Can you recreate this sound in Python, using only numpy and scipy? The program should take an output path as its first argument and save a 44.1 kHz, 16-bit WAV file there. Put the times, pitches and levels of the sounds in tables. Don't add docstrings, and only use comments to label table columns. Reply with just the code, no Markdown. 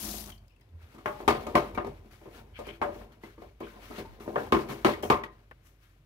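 import sys
import numpy as np
from scipy import signal
from scipy.fft import rfft, irfft, next_fast_len
from scipy.io import wavfile
from scipy.ndimage import uniform_filter1d, map_coordinates

SR = 44100
rng = np.random.default_rng(int(sys.argv[2]) if len(sys.argv) > 2 else 0)


def wrap_up_sound(samples):
    columns = np.atleast_2d(samples).T
    tamed = np.clip(columns, -1, 1)
    steps = np.round(tamed * 32767).astype(np.int16)
    wavfile.write(sys.argv[1], SR, steps)


def boost(x):
    u = np.asarray(x, float) / 20
    return 10 ** u


N = 266805

# start_s [s], peak_db [dB], thud_db [dB], hardness_db [dB], click_db [dB]
HARD_BLOWS = [(1.058, -34, -2.5, 3.5, -33), (1.278, -18.5, -8.5, -2.5, -16), (1.467, -35, -6.5, -8, -18),
              (1.553, -19.5, -5, -1, -20), (1.775, -29.5, -8.5, -7, -35.5),
              (2.59, -40.5, -10.5, -12, -18.5), (2.8155, -29, -8.5, -4.5, -37.5),
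              (3.6054, -40, -1.5, -12, -26.5), (4.277, -33.5, -6.5, -17.5, -36),
              (4.358, -25, -11.5, -11.5, -47.5), (4.522, -23, -2.5, 1.5, -20), (4.565, -37.5, 5.5, -8, -23),
              (4.847, -22, -4, 0, -19.5), (5.032, -30, -11, -16.5, -36), (5.1, -20.5, -5.5, 1, -19)]
# pitch_hz [Hz], width_hz [Hz], level_db [dB]
ROOM_WAVES = [(139, 12, 2), (220, 31, 3.5), (335.2, 20, 1.5), (402.6, 21.8, 4.5), (465.3, 22, 1),
              (524, 18, -2.5), (590, 22, 0.5), (728, 58, 0), (904, 44, 0), (1041, 38, 3), (1126, 30, -1.5),
              (1224, 34, 1.5), (1323, 36, -3.5), (1406, 43, -7), (1620, 8.7, -6.5), (1780, 28, -18.5),
              (2210, 45, -3)]
# pitch_hz [Hz], time to fall 60 dB [s]
TILE_DECAY = [(100, 0.51), (260, 0.32), (700, 0.33), (1800, 0.31), (5000, 0.25), (13000, 0.15)]


def tap():
    # time_s [s], jet_db [dB]
    flow = [
        (0.0, -43),
        (0.032, -40.5),
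        (0.15, -43.5),
        (0.19, -44.5),
        (0.302, -55),
        (0.398, -81.5),
        (0.48, -86),
    ]
    # pitch_hz [Hz], level_db [dB per Hz]
    jet_colour = [(880, -44), (1500, -11), (2880, -3), (3920, -1.5), (4460, -1), (6060, 0.5), (7460, -3),
                  (12700, 2), (16000, -3.5)]
    # pitch_hz [Hz], level_db [dB per Hz]
    basin_colour = [(71, -36.5), (120, -11.5), (157, -20), (208, 1.5), (259, -11.5), (312, -1), (461, -17),
                    (691, -5.5), (770, -10), (1530, -17.5), (3000, -22.5), (3900, -49), (6600, -120)]
    # start_s [s], peak_db [dB], pitch_hz [Hz], time to fall 60 dB [s]
    spits = [(0.302, -37, 3350, 0.024), (0.2403, -34, 4700, 0.014), (0.302, -38.5, 2320, 0.018),
             (0.3194, -40.5, 3055, 0.088), (0.379, -51, 4500, 0.036), (0.4813, -51.5, 4960, 0.02),
             (0.5057, -59, 2530, 0.071), (0.5626, -57, 2660, 0.036), (0.61, -57.5, 1980, 0.077),
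             (0.6894, -64, 3600, 0.044), (.222, -36, 6000, .02), (.26, -36, 6140, .02),
             (.497, -60, 2750, .08), (.598, -60, 2260, .03), (.611, -62, 5060, .1), (.611, -63, 945, 0.086),
             (.612, -62, 3300, 0.072)]
    # time_s [s], pitch_hz [Hz], level_db [dB]
    pipe = [
        (0.68, 82.1, -73),
        (0.752, 84.3, -46.5),
        (0.824, 81.2, -59.5),
        (0.842, 79.1, -48.5),
        (0.884, 82.1, -83.5),
        (0.92, 80, -68.5),
    ]

    jet_db, = curves(flow, -160)
    basin_db = -51 + 0.52 * np.minimum(jet_db + 42, 0)
    water = boost(jet_db + 1.1 * wobble(40)) * rush(jet_colour, grain_db=1.5, grains=700, depth=0)
    water += boost(basin_db + 2.6 * wobble(27)) * rush(basin_colour, grain_db=-0.5, grains=190, depth=0.54)

    pitch_hz, = curves([row[:2] for row in pipe])
    pipe_db, = curves([row[::2] for row in pipe], -120)
    shudder = np.sqrt(2) * boost(pipe_db) * np.sin(2 * np.pi * np.cumsum(pitch_hz) / SR)
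    drops = rings(spits, partner=1.95, blur=.14, snap=1.1, wet_db=-8)
    return patches(water, depth_db=1.5) + drops + shudder


def hard_knocks():
    # start_s [s], peak_db [dB], thud_db [dB], hardness_db [dB], click_db [dB]
    rattles = [(0.983, -60, -5, 4, -6), (1.203, -40, -9.5, -12, -36), (1.846, -37, -3, -9.5, -28),
               (1.868, -40, -3, -10, -16), (2.214, -53.5, -6, -14, -20), (2.6684, -47, -2.5, -10, -10),
               (1.748, -52.5, -6, 2, -12), (2.046, -60, 3.5, -12, -24), (2.256, -47.5, -2.5, -14, -36),
               (3.008, -53, -7.5, -6, -24), (3.235, -47, -0.5, -8, -19), (3.379, -54.5, 5.5, -4.5, -32.5),
               (3.419, -46, -9, -18, -28), (3.907, -46, -0.5, -8.5, -13), (4.205, -49, 0, -2, -14),
               (5.2355, -47, -4, 4, -12.5)]
    return knocks(HARD_BLOWS + rattles, attack=.0015)


def soft_strokes():
    # start_s [s], peak_db [dB], thud_db [dB], hardness_db [dB], click_db [dB]
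    soft_events = [
        (.135, -49.5, -0.5, -3, -29),
        (.94, -62, 10, 1, -4),
        (1.543, -32, -9, -17, -44),
        (2.67, -46, -4.5, -11, -36),
        (3.978, -40.5, -0.5, -14.5, -13),
        (4.69, -44, 5.5, -1.5, -18.5),
    ]
    return knocks(soft_events, attack=0.013)


def knocks(blows, attack):
    # pitch_hz [Hz], level_db [dB per Hz]
    holder = [(35, -40.5), (60, -5.5), (180, -10.5), (245, -5.5), (338, -0.5), (527, -7), (593, -4),
              (666, -8.5), (1200, -7.5), (1340, -13.5), (2190, -17), (8510, -43.5), (12400, -42),
              (16000, -52.5)]
    # pitch_hz [Hz], level_db [dB]
    usual = [(300, 1), (640, 2.5), (1250, -0.5), (2800, -10.5), (8500, -23.5)]
    out, length = np.zeros((2, N + SR)), SR // 2
    t = np.arange(length) / SR
    centres_hz, usual_db = np.transpose(usual)
    for s, db, thud_db, hard_db, click_db in blows:
        # thud, body, 1 kHz knock, 3 kHz clack and click; hardness lifts both knock and clack
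        bands_db = np.array([thud_db, 0, hard_db, hard_db - 6.5, click_db])
        shift = np.transpose([centres_hz, bands_db - usual_db])
        swell = t / attack * np.exp(1 - t / attack) + 0.00073 / attack * boost(-60 * t / 0.0024)
        direct = swell * boost(-20 * t / (3 * attack)) * rng.standard_normal((2, length))

        rise = 1 - np.exp(-t / attack)
        flutter_phase = -1.2 + rng.normal(0, 0.54)
        flutter = boost(2.0 * np.cos(2 * np.pi * 44.0 * t + flutter_phase))
        early = 1 + 0.81 * boost(-60 * t / 0.15)
        early += 0.37 / (1 + (t / .048) ** 16)
        waves = boost(-19.5) * standing_waves(t)
        room = rise * flutter * (early * tail(length) + waves)
        both = boost(0.5) * direct / np.linalg.norm(direct[0]) + room

        def struck_gain(hz):
            tube_db = .7 * max(-29 - click_db, 0) / (1 + ((hz - 1600) / 260) ** 4)
            return boost(along(holder, hz) + along(shift, hz) + tube_db) * room_modes(hz, depth=4.84)

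        sound = stereo(both, struck_gain)
        peak = np.sqrt(np.mean(sound[:, :SR // 40].mean(0) ** 2))
        power = 1 + boost(thud_db) ** 2 + boost(hard_db) ** 2
        crack = np.diff(rng.standard_normal((2, length + 1)))
        crack = crack * boost(click_db - 3.0 - 60 * t / 0.012) * 0.0014 / attack
        blow = boost(db - 4.0) * np.sqrt(power) * sound / peak + boost(db) * crack
        out[:, round(s * SR):][:, :length] += blow
    return out[:, :N]


def holder_parts():
    # start_s [s], peak_db [dB], pitch_hz [Hz], time to fall 60 dB [s]
    struck = [(1.059, -28, 1430, 0.09), (1.059, -32, 850, 0.47), (1.06, -32, 597.6, 0.44),
              (1.06, -40, 1950, .1), (1.279, -20, 754, 0.17), (1.279, -29, 590, 0.094),
              (1.555, -23, 697, 0.15), (1.32, -26, 400, .04), (1.597, -29, 398, .04),
              (1.075, -31.5, 1112, 0.18), (2.85, -31, 579, 0.21), (1.777, -36, 590, .15),
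              (1.847, -40.5, 590, 0.11), (2.592, -40, 581, 0.24), (2.818, -25.5, 585.5, 0.33),
              (2.82, -34, 1596, 0.13), (3.612, -33, 1055, 0.076), (3.62, -41.5, 590, 0.19),
              (3.67, -40, 1530, 0.071), (3.772, -45.5, 1018, 0.033), (3.88, -46, 1200, .03),
              (3.91, -43.5, 1300, .1), (3.99, -44, 420, .1), (4.075, -41.5, 100.2, 0.12),
              (4.285, -32, 606, .08), (4.36, -29.5, 1056, 0.067), (4.375, -30.5, 590, .15),
              (4.523, -25, 332.4, 0.14), (4.525, -7.5, 393, 0.038), (4.524, -18, 1044, 0.037),
              (4.565, -17, 338, 0.045), (4.848, -16, 1026, 0.059), (4.849, -11.5, 346, 0.049),
              (4.85, -28.5, 2200, 0.1), (4.89, -26.5, 344, 0.086), (5.033, -28.5, 700, .04),
              (5.101, -14, 1059, 0.15), (5.102, -24.5, 1189, 0.22), (5.102, -20.5, 336, 0.036),
              (5.103, -21.5, 590, 0.13), (5.145, -28, 395, 0.033)]
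    return rings(struck, partner=1.0, blur=0.03, snap=0, wet_db=-7)


def spring():
    # start_s [s], peak_db [dB], pitch_hz [Hz], time to fall 60 dB [s]
    plinks = [(1.4675, -38.5, 2470, 0.033), (1.7515, -35.5, 2320, 0.081), (2.682, -41, 2300, 0.06),
              (2.684, -56, 3150, 0.059), (2.824, -17.5, 1060, 0.08), (3.2355, -39, 2050, 0.085),
              (3.632, -42, 2170, .04), (3.925, -48, 1300, 0.054), (4.051, -40, 907, 0.19),
              (4.372, -32, 1620, 0.18), (4.937, -24.5, 1950, 0.04), (5.0324, -31, 3150, 0.075),
              (5.236, -23.5, 1890, 0.035)]
    return rings(plinks, partner=1.6, blur=.06, snap=.06, wet_db=-16)


def paper():
    # [s, s]
    tugs = [(.83, -79, -64, 0.08, 0.3), (.96, -76, -65.5, 0.24, 3.5), (1.12, -80, -58.5, 0.17, 0.5),
            (1.21, -69, -62, 0.07, 0.4), (1.41, -66, -52, 0.04, 0.1), (1.66, -64, -63, 0.02, 0),
            (1.875, -74.5, -63, 0.35, -0.2), (2.11, -69, -58.5, 0, 0.2), (2.27, -80, -67, -0.5, 0.3),
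            (2.37, -66.5, -55, 0.1, 0.09), (2.575, -73.5, -54.5, 0.04, 0.3),
            (2.685, -68.5, -54.5, -0.09, 0.14), (2.95, -66.5, -54.5, 0.04, 0.15), (3.12, -75, -61, 0, 0.06),
            (3.238, -69.5, -55.5, -0.03, 0.18), (3.425, -77, -62.5, 0.08, -0.14),
            (3.71, -76, -62.5, -0.12, 0.9), (3.86, -65, -55, 0.1, 0.32), (3.92, -68.5, -51.5, 0, 0.12),
            (3.995, -65.5, -45, 0.0858, 0.07), (4.4, -64, -52.5, 0.07, 0.19),
            (4.72, -62, -47.5, 0.06, 0.09), (4.79, -72.5, -59.5, 0.42, 0.2), (3.78, -82, -59.5, -0.2, 0.85),
            (4.47, -70, -59, 0.2, .1), (5.34, -86.5, -72.5, 1.5, 0.9), (5.672, -69, -65, 0.055, 0.1),
            (5.835, -76, -67, 0.07, 0.24)]
    # start_s [s], hiss_db [dB], crinkle_db [dB], time to fall 20 dB [s]
    jolts = [(1.061, -60, -56.5, 0.15), (1.281, -67, -32, 0.1151), (1.469, -68, -54, 0.3),
             (1.557, -56, -39.5, 0.15), (1.748, -60.5, -55, 0.04), (1.847, -77, -58, 0.17),
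             (2.817, -75, -55.5, 0.33), (3.604, -72, -56.5, 0.5), (4.2, -65, -57, 0.3),
             (4.528, -55, -41, 0.17), (4.688, -59, -48.5, 0.2248), (4.849, -53.5, -32.5, 0.1275),
             (5.026, -51, -46.5, 0.1171), (5.106, -48.5, -42.5, 0.0771), (5.237, -74, -47, 0.0256)]
    # top_speed_s [s], drag_db [dB], time to rise 20 dB [s], time to fall 20 dB [s]
    spins = [(1.02, -78, 0, 11), (1.26, -56, 0, 1), (1.59, -47, 0.7, 0.4), (1.8, -76, .02, 3),
             (2.37, -56.5, 0.24, 0.2), (2.84, -42.5, 0.0361, 0.25), (3.0, -66, 1.1, 0.5),
             (3.79, -56.5, 0.18, 0.7), (4.44, -43, 0.26, 0.08), (4.74, -46, 0.48, 0.09),
             (5.05, -48.5, 0.4, -0.06), (5.25, -70, -2.2, 0.75)]
    # pitch_hz [Hz], level_db [dB per Hz]
    hiss_colour = [(3500, -29.5), (5500, 6.5), (8500, -0.5), (12000, 4.5), (15500, 2), (17000, -10.5)]
    # pitch_hz [Hz], level_db [dB per Hz]
    crinkle_colour = [(900, -14), (1500, -0.5), (2500, -3), (4500, -9), (7000, -21)]
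    # pitch_hz [Hz], level_db [dB per Hz]
    drag_colour = [(110, -26.5), (200, 4.5), (400, 6), (1000, 0), (1700, -39.5)]

    strokes = tugs + [(s, hiss_db, crinkle_db, .002, fall) for s, hiss_db, crinkle_db, fall in jolts]
    s, hiss_db, crinkle_db, rise, fall = np.transpose(strokes)
    stroke = wobble(30)
    fibres = boost(1.2 * stroke)
    bearing = boost(.8 * wobble(15))
    sound = swells(s, hiss_db, rise, fall) * fibres * rush(hiss_colour, grain_db=2.0, grains=1100, depth=0)
    folds = swells(s, crinkle_db - 3.5, rise, fall) * boost(1.9 * stroke)
    sound += folds * patches(rush(crinkle_colour, grain_db=1.0, grains=510, depth=4.28), depth_db=1.5)
    drag = rush(drag_colour, grain_db=2.5, grains=110, depth=1.6)
    return sound + swells(*np.transpose(spins)) * bearing * drag


def scrapes():
    # top_speed_s [s], level_db [dB], time to rise 20 dB [s], time to fall 20 dB [s]
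    rubs = [
        (2.562, -50, .025, .06),
        (2.655, -58, .02, .04),
        (2.692, -46, .035, .045),
        (2.745, -57, .05, .05),
        (3.64, -54, .03, .06),
        (5.036, -47, .008, .04),
    ]
    # pitch_hz [Hz], width_hz [Hz], level_db [dB]
    bar = [(1620, 200, -4.5), (2320, 600, 0.5), (3110, 500, -1), (4220, 400, -16)]

    def bar_gain(hz):
        return np.sqrt(sum(boost(2 * db) / (1 + (2 * (hz - c) / w) ** 2) ** 2 for c, w, db in bar))

    slips = boost(1.9 * wobble(300)) * rng.standard_normal((2, N))
    return swells(*np.transpose(rubs)) * unit(stereo(slips, bar_gain))


def clicks():
    # start_s [s], peak_db [dB], time to fall 60 dB [s]
    contacts = [
        (.4805, -66, .008),
        (1.059, -48, .01),
        (1.2786, -41, .01),
        (2.0469, -68.5, .01),
        (2.8156, -54, .01),
        (3.6034, -55, .012),
        (4.3586, -56, .01),
        (4.5228, -40, .012),
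        (4.938, -56, .008),
        (5.51, -65, .01),
    ]
    out, t = np.zeros((2, N + SR)), np.arange(SR // 40) / SR
    for s, db, t60 in contacts:
        spike = boost(db - 60 * t / t60) * np.diff(rng.standard_normal(len(t) + 1))
        out[:, round(s * SR):][:, :len(t)] += spike
    return out[:, :N]


def bright_ticks():
    # start_s [s], peak_db [dB], pitch_hz [Hz], time to fall 60 dB [s]
    ticks = [(.52, -62, 2900, .06), (.535, -62, 2500, .05), (.545, -64, 3200, .05), (.52, -66, 5300, .06),
             (.45, -62, 2300, .04), (.612, -62, 2600, .06), (.63, -66, 4000, .05), (.98, -50, 1150, .08),
             (1.059, -38.5, 6000, .02), (1.059, -38, 3100, .02), (1.279, -29.5, 6000, .05),
             (1.279, -33, 5200, .04), (1.468, -43.5, 6800, .04), (1.468, -44, 3300, .04),
             (4.938, -36, 3200, .03), (5.033, -21.5, 470, .03), (5.237, -38, 3300, .03),
             (5.238, -28.5, 1900, .03), (1.2785, -16, 1050, .06), (4.3585, -24, 1100, .03),
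             (1.062, -30.5, 1650, .09), (4.71, -36.5, 1050, .15), (2.688, -40, 3100, 0.045),
             (3.908, -42, 1000, .03), (1.8475, -34, 900, .03), (5.0325, -23, 800, .02),
             (2.83, -29.5, 750, 0.22), (1.7495, -45, 2900, .03), (5.105, -28.5, 3900, .03),
             (3.9, -36, 320, .04)]
    return rings(ticks, partner=1.8, blur=.08, snap=0, wet_db=-12)


def dull_lumps():
    # start_s [s], peak_db [dB], pitch_hz [Hz], time to fall 60 dB [s]
    lumps = [(.05, -44, 215, .08), (.14, -40, 716, .06), (.15, -37.5, 220, 0.13), (.205, -46.5, 705, 0.066),
             (.31, -52, 744, 0.037), (.735, -52, 164, .15), (1.15, -49, 131, 0.088), (2.06, -51, 210, .1),
             (2.672, -46.5, 126, 0.089), (3.01, -45.5, 210, 0.088), (3.99, -45, 140, .1),
             (4.27, -50, 130, .1)]
    return rings(lumps, partner=1.3, blur=.02, snap=0, wet_db=-13.5)


def finger():
    # start_s [s], level_db [dB], time to fall 60 dB [s]
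    touches = [
        (5.512, -45, 0.042),
        (5.522, -64, 0.063),
    ]
    # pitch_hz [Hz], level_db [dB per Hz]
    case_colour = [(150, -25), (450, 4.5), (1100, 0), (2000, 0.5), (5000, -29), (9000, -38)]
    envelope, t = np.zeros(N), np.arange(N) / SR
    for s, db, t60 in touches:
        envelope += (t > s) * boost(db - 60 * np.abs(t - s) / t60)
    return envelope * rush(case_colour, grain_db=1.5, grains=400, depth=0)


def house():
    # time_s [s], level_db [dB]
    hum = [(0.0, -56.5), (0.1, -51), (0.71, -71), (1.06, -64.5), (1.23, -57.5), (1.9, -54), (2.19, -67),
           (2.37, -61), (2.73, -58), (2.78, -68), (3.0, -53), (3.12, -69.5), (3.27, -63.5), (4.03, -58.5),
           (4.21, -63), (5.22, -59.5), (5.37, -65), (6.05, -67.5)]
    # pitch_hz [Hz], level_db [dB per Hz]
    rumble_colour = [(40, -20), (62, -11.5), (80, -5), (105, -10.5), (170, -17.5), (300, -69)]
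    # pitch_hz [Hz], level_db [dB per Hz]
    floor_colour = [(59, -28.5), (100, 3.5), (177, -15), (315, -13), (442, -21.5), (547, -18), (801, -25),
                    (2420, -25), (7770, -40), (15000, -38), (16000, -49)]
    # time_s [s], level_db [dB]
    floor_level = [
        (0, -67.5),
        (.8, -68),
        (1.1, -66.5),
        (5.3, -68.5),
        (6.05, -68.5),
    ]

    line_db, = curves(hum)
    line_hz = 49 + 2.5 * wobble(12)
    line = np.sqrt(2) * boost(line_db) * np.sin(2 * np.pi * np.cumsum(line_hz) / SR)
    s, db = np.transpose(HARD_BLOWS)[:2]
    kicks = swells(s, db - 29.5, 0.082, 0.22)
    shaking = np.hypot(boost(line_db + 1), kicks)
    rumble = boost(-2.0) * shaking * rush(rumble_colour, grain_db=-2.5, grains=18, depth=0)
    floor = rush(floor_colour, grain_db=.7, grains=15, depth=0)
    return line + rumble + boost(curves(floor_level)[0]) * floor


def rings(events, partner, blur, snap, wet_db):
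    out, t = np.zeros((2, N + SR)), np.arange(SR // 4) / SR
    for s, db, hz, t60 in events:
        drift = np.cumsum(rng.normal(0, blur, (2, len(t))), 1)
        ring = np.sin(2 * np.pi * hz * t + drift)
        ring += 0.2 * np.sin(2 * np.pi * partner * hz * t + 2 * drift)
        tick = snap * boost(-60 * t / .005) * rng.standard_normal((2, len(t)))
        near = boost(db - 6 - 60 * t / t60) * ((1 - np.exp(-t / .0008)) * ring + tick)
        far = signal.fftconvolve(near, tail(len(t)), axes=1)[:, :len(t)]
        out[:, round(s * SR):][:, :len(t)] += near + boost(wet_db) * far
    return out[:, :N]


def rush(spectrum, grain_db, grains, depth):
    sizes = boost(grain_db * wobble(grains))
    noise = sizes * rng.standard_normal((2, N))
    pair = stereo(noise, lambda hz: boost(along(spectrum, hz)) * room_modes(hz, depth))
    return pair / np.sqrt(np.mean(pair.mean(0) ** 2))


def swells(s, db, rise, fall):
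    db, rise, fall = [np.reshape(column, (-1, 1)) for column in (db, rise, fall)]
    t = np.arange(0, N, 64) / SR
    late = t - np.reshape(s, (-1, 1))
    away = np.abs(late / np.where(late < 0, rise, fall))
    rounded = 1.18
    total = np.linalg.norm(boost(db - 20 * away ** rounded), axis=0)
    return np.interp(np.arange(N) / SR, t, total)


def patches(x, depth_db):
    z = signal.stft(x, nperseg=256)[2]
    field = uniform_filter1d(rng.standard_normal(z.shape[1:]), size=4, axis=0)
    field = uniform_filter1d(field, size=5, axis=1)
    return signal.istft(z * boost(depth_db * unit(field)), nperseg=256)[1][:, :N]


def room_modes(hz, depth):
    peaks = sum(boost(2 * db) / (1 + (2 * (hz - c) / w) ** 2) for c, w, db in ROOM_WAVES)
    return np.sqrt(1 + depth * peaks)


def standing_waves(t):
    hz, width, db = np.transpose(ROOM_WAVES)[:, :, None]
    level_luck, pitch_luck, phase_luck = rng.standard_normal((3, 2, len(hz), 1))
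    level = boost(db + 5.4 * level_luck - 60 * t / along(TILE_DECAY, hz) / 0.94)
    waves = level * np.sin(2 * np.pi * (hz + .2 * width * pitch_luck) * t + 3 * phase_luck)
    return waves.sum(1) / np.linalg.norm(waves.sum(1)[0])


def tail(length):
    hz, t, z = signal.stft(rng.standard_normal((2, length)), SR, nperseg=256)
    fade = boost(-60 * t / along(TILE_DECAY, hz)[:, None])
    echo = signal.istft(z * fade, SR, nperseg=256)[1][:, :length]
    return echo / np.linalg.norm(echo[0])


def stereo(pair, gain):
    # pitch_hz [Hz], likeness [0 to 1]
    alike = [(60, 1), (130, 1), (290, 0.93), (640, 0.45), (1410, 0.55), (3100, 0.05), (6820, 0.0032),
             (15000, 0.23)]
    size = 2 * next_fast_len(pair.shape[1] // 2 + 4096)
    hz = np.fft.rfftfreq(size, 1 / SR)
    turn = np.arccos(np.clip(along(alike, hz), -1, 1)) / 2
    spectra = rfft(pair, size) * causal(gain(hz)) * [np.cos(turn), np.sin(turn)]
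    mid, side = irfft(spectra, size)[:, :pair.shape[1]]
    return np.array([mid + side, mid - side])


def causal(gain):
    cepstrum = irfft(np.log(gain + 1e-6))
    half = len(cepstrum) // 2
    cepstrum[1:half] *= 2
    cepstrum[half + 1:] = 0
    return np.exp(rfft(cepstrum))


def wobble(rate):
    knots = rng.standard_normal(int(N * rate / SR) + 4)
    return map_coordinates(knots, [np.arange(N) * rate / SR])


def curves(rows, outside=None):
    s, *cols = np.transpose(rows)
    return [np.interp(np.arange(N) / SR, s, c, outside, outside) for c in cols]


def along(points, hz):
    f, v = np.transpose(points)
    return np.interp(np.log(hz + 1), np.log(f + 1), v)


def unit(x):
    return x / np.sqrt(np.mean(x ** 2) + 1e-20)


def scene():
    roll = hard_knocks() + soft_strokes() + holder_parts() + spring()
    small = scrapes() + clicks() + bright_ticks() + dull_lumps()
    return tap() + roll + paper() + small + finger() + house()


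def top_cut(x):
    return signal.sosfilt(signal.butter(12, 16890, fs=SR, output="sos"), x)


def record(dry):
    # pitch_hz [Hz], level_db [dB]
    ports = [(60, 0), (110, -1.5), (200, 0.5), (380, 4), (700, 2.5), (1290, 1.5), (2380, 6), (4400, 8),
             (8120, 19), (15000, 14.5)]
    # pitch_hz [Hz], level_db [dB]
    microphone = [(20, -30), (32, -10), (45, 3.5), (15750, 0.5), (15950, -44), (16800, -44), (17100, -70)]
    size = 2 * next_fast_len(N // 2 + 2048)
    hz = np.fft.rfftfreq(size, 1 / SR)
    ratio = boost(along(ports, hz))
    right = np.sqrt(2 / (1 + ratio ** 2)) * causal(boost(along(microphone, hz)))
    left = ratio * right * np.exp(-2j * np.pi * hz * 0.00017)
    heard = irfft(rfft(dry, size) * [left, right], size)[:, :N]
    return top_cut(heard)


dry = scene()
out = record(dry)
wrap_up_sound(out)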